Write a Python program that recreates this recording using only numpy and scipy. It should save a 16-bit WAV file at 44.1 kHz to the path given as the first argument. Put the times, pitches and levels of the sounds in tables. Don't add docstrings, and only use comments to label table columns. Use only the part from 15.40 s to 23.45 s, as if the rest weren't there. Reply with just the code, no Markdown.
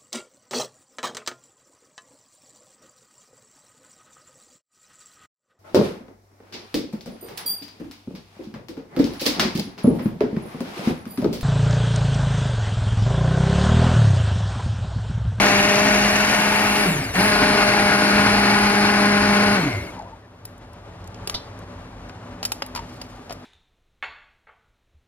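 import sys
import numpy as np
from scipy import signal
from scipy.fft import rfft, irfft, next_fast_len
from scipy.io import wavfile
from scipy.ndimage import uniform_filter1d

SR = 44100
rng = np.random.default_rng(int(sys.argv[2]) if len(sys.argv) > 2 else 0)


def store_wav(level_fs):
    pcm = np.round(np.clip(np.atleast_2d(level_fs), -1, 1) * 32767)
    wavfile.write(sys.argv[1], SR, pcm.T.astype(np.int16))


N = 354986
TIME = np.arange(N) / SR
EDGE_HZ = 15600
RIPPLE_HZ = 100
BLADE_GROWTH = 4


def gain_of(db):
    return np.exp(np.asarray(db) * (np.log(10) / 20))


def unit_rms(x):
    return x / np.sqrt(np.mean(x ** 2) + 1e-20)


def curves(rows):
    s, *columns = np.transpose(rows)
    return [np.interp(TIME, s, c) for c in columns]


def spectrum(points, hz):
    f, value = np.transpose(points)
    return np.interp(np.log(hz + 1), np.log(f + 1), value)


def resonance_db(modes, f):
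    return sum(db / (1 + (2 * (f - hz) / width) ** 2) for hz, width, db in modes)


def shaped(x, db):
    size = next_fast_len(len(x), True)
    gains = gain_of(db(np.fft.rfftfreq(size, 1 / SR)))
    return irfft(rfft(x, size) * gains, size)[:len(x)]


def coloured_noise(size, db):
    return unit_rms(shaped(rng.standard_normal(size), db))


def wander(hz):
    slow = rng.standard_normal(N // 16 + 2)
    size = next_fast_len(len(slow))
    f = np.fft.rfftfreq(size, 16 / SR)
    slow = irfft(rfft(slow, size) / (1 + (f / hz) ** 4))
    return unit_rms(np.interp(np.arange(N) / 16, np.arange(len(slow)), slow))


def add(mix, s, sound):
    part = mix[round(s * SR):][:len(sound)]
    part += sound[:len(part)]


def scatter(x, t60_s):
    t = np.arange(SR // 2) / SR
    tail = rng.standard_normal(len(t)) * gain_of(-60 * t / t60_s)
    return signal.oaconvolve(x, tail / np.linalg.norm(tail))[:N]


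def hiss(level_db=-70):
    colour = [(4000, -11), (9000, -9), (12000, 13), (14500, -21)]  # (frequency [Hz], density [dB per Hz])
    return gain_of(level_db) * coloured_noise(N, lambda f: spectrum(colour, f))


# (frequency [Hz], density [dB per Hz])
ROOM_COLOUR = [(22, -45.5), (46, 7), (70, -10), (100, 2.5), (140, -6), (260, -11.5), (400, -9), (800, -9.5),
               (1400, -15), (2500, -22.5), (4500, -28.5), (8000, -35.5), (11500, -37), (15000, -47)]
# (frequency [Hz], width [Hz], lift [dB])
ROOM_RESONANCES = [(181, 14.5, 11), (318, 20, 5.5), (416, 23.5, 2.5), (579, 15, 9.5), (1190, 29, 4)]
# (time [s], level [dB])
ROOM_LEVEL = [(4.5, -37.5), (4.9, -48.5), (5.8, -39), (7.4, -40.5), (8.05, -42.5)]


def kitchen(swell_db=1.2):
    rush = coloured_noise(N, lambda f: spectrum(ROOM_COLOUR, f) + resonance_db(ROOM_RESONANCES, f))
    return gain_of(curves(ROOM_LEVEL)[0] + swell_db * wander(17.0)) * rush


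# (frequency [Hz], level [dB], swell time [s], swell half width [s], swell height [dB])
DRONES = [(96.9, -53, 5.77, 0.76, 10.5), (251.7, -55, 7, 1, 9)]


def drones(waver_hz=17):
    out = np.zeros(N)
    for hz, db, peak_s, half_s, swell_db in DRONES:
        phase = 2 * np.pi * hz * TIME
        tone = wander(waver_hz) * np.sin(phase) + wander(waver_hz) * np.cos(phase)
        out += gain_of(db + swell_db * np.exp(-((TIME - peak_s) / half_s) ** 2)) * tone
    return out


# (frequency [Hz], density [dB per Hz])
CASING_COLOUR = [(60, -36), (250, -5.5), (700, 2.5), (1500, 1.5), (3200, 6.5), (4200, 6), (5000, 7.5),
                 (6100, 1.5), (7300, 2), (9000, -2), (11500, 5), (13500, 1), (16000, -4)]


def grip(grain_db=3, level_db=-50.5, peak_s=7.5, rise_db_per_s=90, fall_db_per_s=24):
    fade_db = np.maximum(rise_db_per_s * (peak_s - TIME), fall_db_per_s * (TIME - peak_s))
    rub = coloured_noise(N, lambda f: spectrum(CASING_COLOUR, f))
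    return gain_of(level_db - fade_db + grain_db * wander(40)) * rub


# (time [s], level [dB], pitch [Hz])
DRIPS = [(4.592, -40, 4300), (4.622, -42.5, 4230), (5.18, -43.5, 11000), (5.333, -42, 9000),
         (5.642, -40.5, 6000), (5.675, -36, 8060), (5.745, -37, 3460), (6.19, -38.5, 10000),
         (6.689, -42.5, 5000)]


def drips(decay_s=0.002, slope_db_per_octave=9):
    out, t = np.zeros(N), np.arange(2048) / SR
    for s, db, hz in DRIPS:
        tick = coloured_noise(len(t), lambda f: -slope_db_per_octave * abs(np.log2((f + 1) / hz)))
        add(out, s, gain_of(db) * tick * np.exp(-t / decay_s))
    return out


# (frequency [Hz], relative level [dB], t60 [s])
STEEL_MODES = [(974, -17, .22), (1330, -15, .15), (2030, -7, .14), (2900, -15, .1), (3138, -11, .19),
               (3537, 2, .18), (3590, -7, .06), (3790, -8, .11), (4059, -12, .18), (4269, -7, .07),
               (4490, -14, .11), (4705, -3, .1), (5150, -14, .11), (5448, -12, .14), (5905, -12, .08),
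               (6228, -18, .09)]
# (time [s], level [dB])
CLANKS = [(5.9422, -23.5), (5.9475, -29)]


def steel(scrape_db=-2, scrape_s=0.014, rise_s=0.0007, wash_db=-12, wash_t60_s=.27):
    # (frequency [Hz], density [dB per Hz])
    scrape_colour = [(100, 5), (2500, -11), (3600, 3), (5200, -4), (7000, -16), (12000, -10), (15000, -35)]
    out, t = np.zeros(N), np.arange(SR // 2) / SR
    for s, db in CLANKS:
        ring = sum(gain_of(mode_db - 60 * t / t60_s) * np.sin(2 * np.pi * (hz * t + rng.random()))
                   for hz, mode_db, t60_s in STEEL_MODES)
        scrape = coloured_noise(len(t), lambda f: spectrum(scrape_colour, f)) * np.exp(-t / scrape_s)
        onset = 1 - np.exp(-t / rise_s)
        add(out, s, gain_of(db) * onset * (ring + gain_of(scrape_db) * scrape))
    return out + gain_of(wash_db) * scatter(out, wash_t60_s)


# (time [s], level [dB], decay [s], tilt [dB per octave], ring level [dB], ring frequency [Hz])
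CLICKS = [(5.053, -25.5, 0.002, 6.5, -32, 890), (5.8739, -19, .0026, 2, -10, 395),
          (5.8968, -17, 0.0022, -0.5, -31, 900), (6.6955, -33, 0.0033, -9.5, -11, 1500),
          (7.0293, -20, 0.0031, -2, -21, 815), (7.040, -27.5, 0.0028, -5, -22, 800),
          (7.0514, -15.5, 0.0045, 2.5, -35, 800), (7.119, -17, 0.0043, 2.5, -10.5, 863),
          (7.2218, -19.5, 0.0033, -5.5, -5, 552), (7.263, -31, 0.0032, 9, -13.5, 904),
          (7.35, -29, 0.0094, -3.5, -2, 1026), (7.36, -26, 0.0074, -4, 0, 975),
          (7.375, -27, 0.0046, -6, 1, 942), (7.391, -35, 0.0058, -6, 10, 917),
          (7.615, -29, 0.0038, -1, -8, 696), (7.8961, -33, 0.0053, -7, 5, 744),
          (7.907, -32, 0.0088, -6, 4, 682.6), (7.919, -32, 0.0052, -15.5, -4, 640),
          (7.9247, -29, 0.003, 2, -2, 636)]


def handle(ring_s=0.0072, after_db=-21, after_s=0.035):
    out, t = np.zeros(N), np.arange(4096) / SR
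    for s, db, decay_s, tilt_db, ring_db, ring_hz in CLICKS:
        crack = coloured_noise(len(t), lambda f: spectrum(CASING_COLOUR, f) + tilt_db * np.log2(1 + f / 700))
        crack *= np.exp(-t / decay_s) + gain_of(after_db) * np.exp(-t / after_s)
        ring = gain_of(ring_db) * np.sin(2 * np.pi * ring_hz * t) * np.exp(-t / ring_s)
        add(out, s, gain_of(db) * (crack + ring))
    return out


# (start [s], length [s], first frequency [Hz], last frequency [Hz], width [Hz], level [dB])
GLIDES = [(0.85, .55, 870, 889, 34, -30), (1.446, .05, 660, 586, 60, -31),
          (1.443, 0.07, 410, 432, 55, -31.5), (1.455, 0.087, 188, 178, 18, -22.5),
          (1.47, .28, 2230, 2180, 130, -43), (1.53, .1, 160, 118.8, 30, -28),
          (1.643, .08, 104, 88.5, 21, -25.5), (1.755, 0.14, 169.5, 204, 8.9, -24),
          (4.212, 0.095, 300, 296, 35, -24.5), (4.122, 0.38, 2170, 2150, 160, -34),
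          (4.327, 0.095, 112, 88, 23, -30.5), (4.459, .05, 2215, 2167, 60, -41.5),
          (4.513, .18, 1150, 558, 180, -41), (4.5, 0.25, 700, 594.2, 200, -47.5),
          (4.596, .009, 850, 890, 30, -34), (4.637, .06, 943, 995, 90, -43),
          (4.696, 0.068, 885, 885, 59, -45), (4.808, 0.07, 1950, 1730, 199, -59)]


def glides():
    out = np.zeros(N)
    for s, length_s, first_hz, last_hz, width_hz, db in GLIDES:
        size = round(length_s * SR)
        cycles = np.cumsum(np.geomspace(first_hz, last_hz, size)) / SR
        noise = rng.standard_normal((2, SR))
        b, a = signal.butter(2, width_hz / 2, fs=SR)
        flutter = signal.lfilter(b, a, noise[0] + 1j * noise[1])[-size:]
        band = unit_rms((flutter * np.exp(2j * np.pi * cycles)).real)
        add(out, s, gain_of(db) * band * signal.windows.tukey(size, .7))
    return out


# (pressed [s], let go [s], friction afterwards [turns/s lost per s])
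RUNS = [(-1, 1.441, 226), (1.733, 4.16, 240.3)]


def coasting():
    powered = sum((TIME >= pressed_s) & (TIME < let_go_s) for pressed_s, let_go_s, _ in RUNS)
    return uniform_filter1d(1. - powered, size=1024)


# (time [s], speed [turns/s])
LOADED_SPEED = [(.12, 200.6), (.45, 204.8), (.8, 206.3), (1.45, 206), (1.86, 210.5), (1.95, 203.6),
                (3.3, 203.6), (3.55, 204.4), (3.9, 203.6)]


def shaft(spin_up_s=.025, drag_knee_hz=136.03, unsteadiness=.0015):
    full, speed = curves(LOADED_SPEED)[0], np.zeros(N)
    for pressed_s, let_go_s, friction in RUNS:
        missing = np.interp(pressed_s, TIME, full - speed)
        lag = missing * np.exp(-np.maximum(TIME - pressed_s, 0) / spin_up_s)
        speed = np.where(TIME >= pressed_s, full - lag, speed)
        release_angle = np.arctan(np.interp(let_go_s, TIME, speed) / drag_knee_hz)
        angle = release_angle - friction / drag_knee_hz * np.maximum(TIME - let_go_s, 0)
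        speed = np.where(TIME >= let_go_s, drag_knee_hz * np.tan(np.maximum(angle, 0)), speed)
    speed = speed * (1 + unsteadiness * wander(12))
    return np.cumsum(speed) / SR, speed, speed / full


# (frequency [Hz], width [Hz], relative level [dB])
RATTLE_MODES = [(180, 67, -3), (258, 53, -0.5), (300, 42, -2.5), (375, 45, 1), (439, 31, -3), (605, 75, -3)]


def rattle(pace, level_db=-26, growth=1.33):
    def body_db(f):
        return 10 * np.log10(sum(gain_of(db) ** 2 / (1 + (2 * (f - hz) / width) ** 2) ** 2
                                 for hz, width, db in RATTLE_MODES))
    return gain_of(level_db) * coasting() * pace ** growth * coloured_noise(N, body_db)


# (frequency [Hz], density [dB per Hz])
CRACKLE_COLOUR = [(1500, -23), (2800, -5), (4500, -1), (6200, 5), (7800, -8), (12000, -38), (15000, -40)]
# (time [s], level [dB])
CRACKLE_LEVEL = [(0, -35), (.3, -33), (.95, -34), (1.05, -41), (1.9, -45)]


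def crackle(turns, pace, per_s=1200, size_db=3.3, flutter_db=2):
    passing = np.cos(2 * np.pi * turns) ** 2 * (2 + np.cos(2 * np.pi * turns))
    struck = rng.random(N) < per_s * passing / SR
    sizes = gain_of(size_db * np.minimum(rng.exponential(1, N), 4))
    pops = unit_rms(shaped(struck * rng.choice([-1, 1], N) * sizes, lambda f: spectrum(CRACKLE_COLOUR, f)))
    level_db = curves(CRACKLE_LEVEL)[0] + flutter_db * wander(30)
    return gain_of(level_db) * pace ** BLADE_GROWTH * pops


# (time [s], level [dB])
BRUSH_LEVEL = [(0, -35), (.9, -31.5), (1.45, -29.5), (1.95, -36), (3.45, -36.5), (3.8, -41), (4.2, -40),
               (4.5, -40), (4.65, -52)]
# (frequency [Hz], density [dB per Hz])
BRUSH_COLOUR = [(4000, -40), (8500, -12), (9500, -6), (9950, -2), (10500, -4), (11500, -2), (12600, -4.5),
                (13500, -17), (14200, -19), (14750, -9), (15200, -33)]


def brushes(turns, pace, throb=0.146, growth=1.0, spark_db=-32, spark_peak_s=0.099):
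    noise = shaped(rng.standard_normal(N), lambda f: spectrum(BRUSH_COLOUR, f))
    ages = [np.maximum(TIME - pressed_s, 0) / spark_peak_s for pressed_s, _, _ in RUNS]
    sparks = gain_of(spark_db) * sum((age * np.exp(1 - age)) ** 3 for age in ages)
    steady = gain_of(curves(BRUSH_LEVEL)[0]) * pace ** growth
    return (steady + sparks) * unit_rms(noise * (1 + throb * np.cos(2 * np.pi * turns)))


BAR_ORDERS = [0, 0, -2, -9, -8, -10, -11, -13]
# (frequency [Hz], gain [dB])
HOUSING = [(600, -48), (1400, -48), (3000, -43.5), (4650, -43.5), (4900, -35), (5100, -42), (6500, -40),
           (8200, -42), (9800, -36.5), (12300, -30), (13700, -40), (14700, -43), (15300, -56)]
# (time [s], relative level [dB])
WHINE_LEVEL = [(0, -4), (1.35, -3), (1.5, 4), (1.65, 2.5), (1.75, 3), (1.88, 3), (1.95, .5), (3.1, .5),
               (3.8, -1), (4.15, -1), (4.25, -5.5), (4.5, -6)]


def whine(turns, speed, pace, rough=0.3, chatter=0.85, chatter_hz=180, spread=1.1, ripple=.3,
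          uneven_rad=.4, growth=0.56, jitter_bars=.015, coast_jitter_bars=.036):
    loose = coasting()
    bar_hz = 24 * speed
    bars = 24 * turns + jitter_bars * wander(40) + coast_jitter_bars * loose * wander(200)
    current = (1 - loose) * (1 + ripple * np.cos(2 * np.pi * RIPPLE_HZ * TIME))
    wobble = uneven_rad * (np.sin(2 * np.pi * turns) + np.sin(2 * np.pi * 2 * turns))
    out = np.zeros(N)
    for k, db in enumerate(BAR_ORDERS, 1):
        tone = (1 + rough * wander(130)) * np.sin(2 * np.pi * k * bars + wobble)
        skid = np.cos(2 * np.pi * (k * bars + chatter_hz * TIME) + spread * wander(150))
        skid *= chatter * min(k / 2, 1) * current
        radiated = gain_of(db + spectrum(HOUSING, k * bar_hz)) * (k * bar_hz < EDGE_HZ)
        out += radiated * (tone + skid)
    return np.sqrt(2) * out * pace ** growth * gain_of(curves(WHINE_LEVEL)[0])


# (time [s], level [dB])
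SHAKE = [(0, -23.5), (.9, -27.5), (2, -28), (2.7, -23.5), (3.25, -22.5), (4.15, -21)]
# (time [s], level at 2 x shaft speed [dB], level at 3 x [dB], level at 4 x [dB])
BLADE = [(0.05, -32.5, -25, -33), (0.4, -27.5, -24.5, -33.5), (0.9, -39, -30, -41), (1.35, -34, -35, -34.5),
         (1.88, -30, -28, -39), (2.3, -32, -26.5, -30), (2.7, -35.5, -28.5, -32.5), (3.2, -29, -34.5, -29),
         (3.6, -29.5, -31.5, -33), (4.05, -30, -29.5, -31)]


def hum(turns, pace, waver_db=1.0, lowest_hz=100, shaft_growth=1.1, coast_loss_db=4, coast_waver_db=2.5):
    levels = [(1, curves(SHAKE)[0], shaft_growth)]
    levels += [(k, db, BLADE_GROWTH) for k, db in enumerate(curves(BLADE), 2)]
    coast_db = coasting() * (coast_waver_db * wander(25) - coast_loss_db)
    out = np.zeros(N)
    for k, db, growth in levels:
        level = gain_of(db + waver_db * wander(9.4) + coast_db) * pace ** growth
        out += level * np.sin(2 * np.pi * (k * turns + rng.random()))
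    return np.sqrt(2) * shaped(out, lambda f: -10 * np.log10(1 + (lowest_hz / (f + 1)) ** 6))


# (time [s], height [0 deep to 1 near the surface])
HEIGHT = [(1.5, 0.11), (1.85, 1)]
# (multiple of shaft speed, level in step with the shaft [dB], level shifted up by the swirl [dB])
BUZZ = [(4, -48, -34), (5, -40, -34.5), (6, -39, -39), (7, -35, -31.5), (8, -38, -38), (9, -45, -42),
        (10, -38, -42), (11, -41, -44), (12, -42, -50)]


def buzz(turns, pace, level_db=0, deep_db=-5.5, waver_db=2.5, swirl_hz=40.8,
         jitter_turns=.012, swirl_jitter_turns=.12, coast_jitter_turns=.08):
    height = np.clip(curves(HEIGHT)[0], 0, 1)
    turns = turns + jitter_turns * wander(12) + coast_jitter_turns * coasting() * wander(60)
    out = np.zeros(N)
    for k, steady_db, swirled_db in BUZZ:
        swirl = swirl_hz * TIME + swirl_jitter_turns * wander(18)
        out += gain_of(steady_db + waver_db * wander(11.9)) * np.sin(2 * np.pi * (k * turns + rng.random()))
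        twin = np.sin(2 * np.pi * (k * turns + swirl + rng.random()))
        out += gain_of(swirled_db + waver_db * wander(11.5)) * twin
    return np.sqrt(2) * gain_of(level_db + deep_db * (1 - height)) * pace ** BLADE_GROWTH * out


# (time [s], relative level [dB])
CHURN_LEVEL = [(0, -17), (.35, -19), (1.45, -21.5), (1.68, -18), (1.8, -19.5), (2.9, -20), (4.15, -21.5),
               (4.35, -21.5)]
# (frequency [Hz], density deep [dB per Hz], density near the surface [dB per Hz])
CHURN_COLOUR = [(25, -25, -25), (45, -5, -1), (65, -12, -11), (110, -5, -2), (300, -3.5, 1),
                (510, -9, -7.5), (720, -3, -1.5), (1300, -4.5, -2), (2400, -3, -2), (3400, -12, -11),
                (4400, -11.5, -10), (7800, -22, -22), (11500, -16, -20), (13800, -27, -31)]
# (frequency [Hz], width [Hz], lift deep [dB], lift near the surface [dB])
POT = [(43.3, 7.8, 0, 5), (101.9, 6.3, 1, 11), (265, 25, 4.5, 4.5), (303, 10, 2, 5), (436, 26, 7, 9.5),
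       (695, 105, 3, 3.5), (1840, 110, 5.5, 3), (2215, 90, 5.5, 5), (2400, 40, 3.5, 3), (1490, 120, 2, 5),
       (1645, 80, 2, 4), (2680, 80, 6, 3.5), (2855, 90, 7, 3.5), (4160, 200, 1, 6), (4450, 160, 3, 5),
       (5650, 400, 2.5, 3), (6800, 300, 3, 1.5)]


def churn(turns, pace, level_db=1.0, throb=0.12, ripple=0.085, flutter_db=1.1543, growth=2.138):
    pulsing = 1 + throb * np.cos(2 * np.pi * turns) + ripple * np.cos(2 * np.pi * RIPPLE_HZ * TIME)
    drive = rng.standard_normal(N) * pulsing * gain_of(flutter_db * wander(33))
    colour, pot = np.array(CHURN_COLOUR), np.array(POT)

    def body(column):
        density, modes = colour[:, [0, column]], pot[:, [0, 1, column + 1]]
        return unit_rms(shaped(drive, lambda f: spectrum(density, f) + resonance_db(modes, f)))
    height = np.clip(curves(HEIGHT)[0], 0, 1)
    level = gain_of(level_db + curves(CHURN_LEVEL)[0]) * pace ** growth
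    return level * ((1 - height) * body(1) + height * body(2))


# (frequency [Hz], side minus mid [dB])
WIDTH = [(60, -72), (110, -31), (200, -24), (400, -8.5), (750, -10), (1300, -4), (2300, 0), (4400, 4.5),
         (8000, 8), (10300, 12), (12000, 25), (14000, 38)]
# (frequency [Hz], left minus right [dB])
BALANCE = [(110, 0), (200, -1), (380, .5), (700, 2), (1290, 4), (2380, 2), (4400, 2), (8000, .5)]


def microphones(x, diffuse, direct):
    def side_share(f):
        return 1 / (1 + gain_of(-2 * spectrum(WIDTH, f)))
    mid = shaped(x, lambda f: 10 * np.log10(1 - side_share(f)))
    direct = np.clip(direct, 0, 1)
    quarter = signal.hilbert(x, next_fast_len(N)).imag[:N]
    across = np.sqrt(1 - direct ** 2) * diffuse - direct * quarter
    side = shaped(across, lambda f: 10 * np.log10(side_share(f)))
    left = shaped(mid + side, lambda f: spectrum(BALANCE, f) / 2)
    right = shaped(mid - side, lambda f: -spectrum(BALANCE, f) / 2)
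    return np.array([left, right])


def scene(room_db=-17, room_t60_s=0.77, dull_hz=6000):
    turns, speed, pace = shaft()
    tones = hum(turns, pace) + buzz(turns, pace) + whine(turns, speed, pace) + glides() + drones()

    def noises():
        return churn(turns, pace) + rattle(pace) + brushes(turns, pace) + kitchen() + grip() + hiss()
    rush, diffuse_rush = noises(), noises()
    knocks = handle() + steel() + drips() + crackle(turns, pace)
    room = shaped(scatter(knocks, room_t60_s), lambda f: -10 * np.log10(1 + (f / dull_hz) ** 2))
    knocks = knocks + gain_of(room_db) * room
    return (microphones(tones, tones, direct=0.99) + microphones(rush, diffuse_rush, direct=0.58)
            + microphones(knocks, scatter(knocks, t60_s=0.016), direct=0.55))


def record(dry):
    lowpass = signal.firwin(255, EDGE_HZ, window=("kaiser", 8), fs=SR)
    return signal.oaconvolve(dry, lowpass[None], "same")


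dry = scene()
out = record(dry)
store_wav(out)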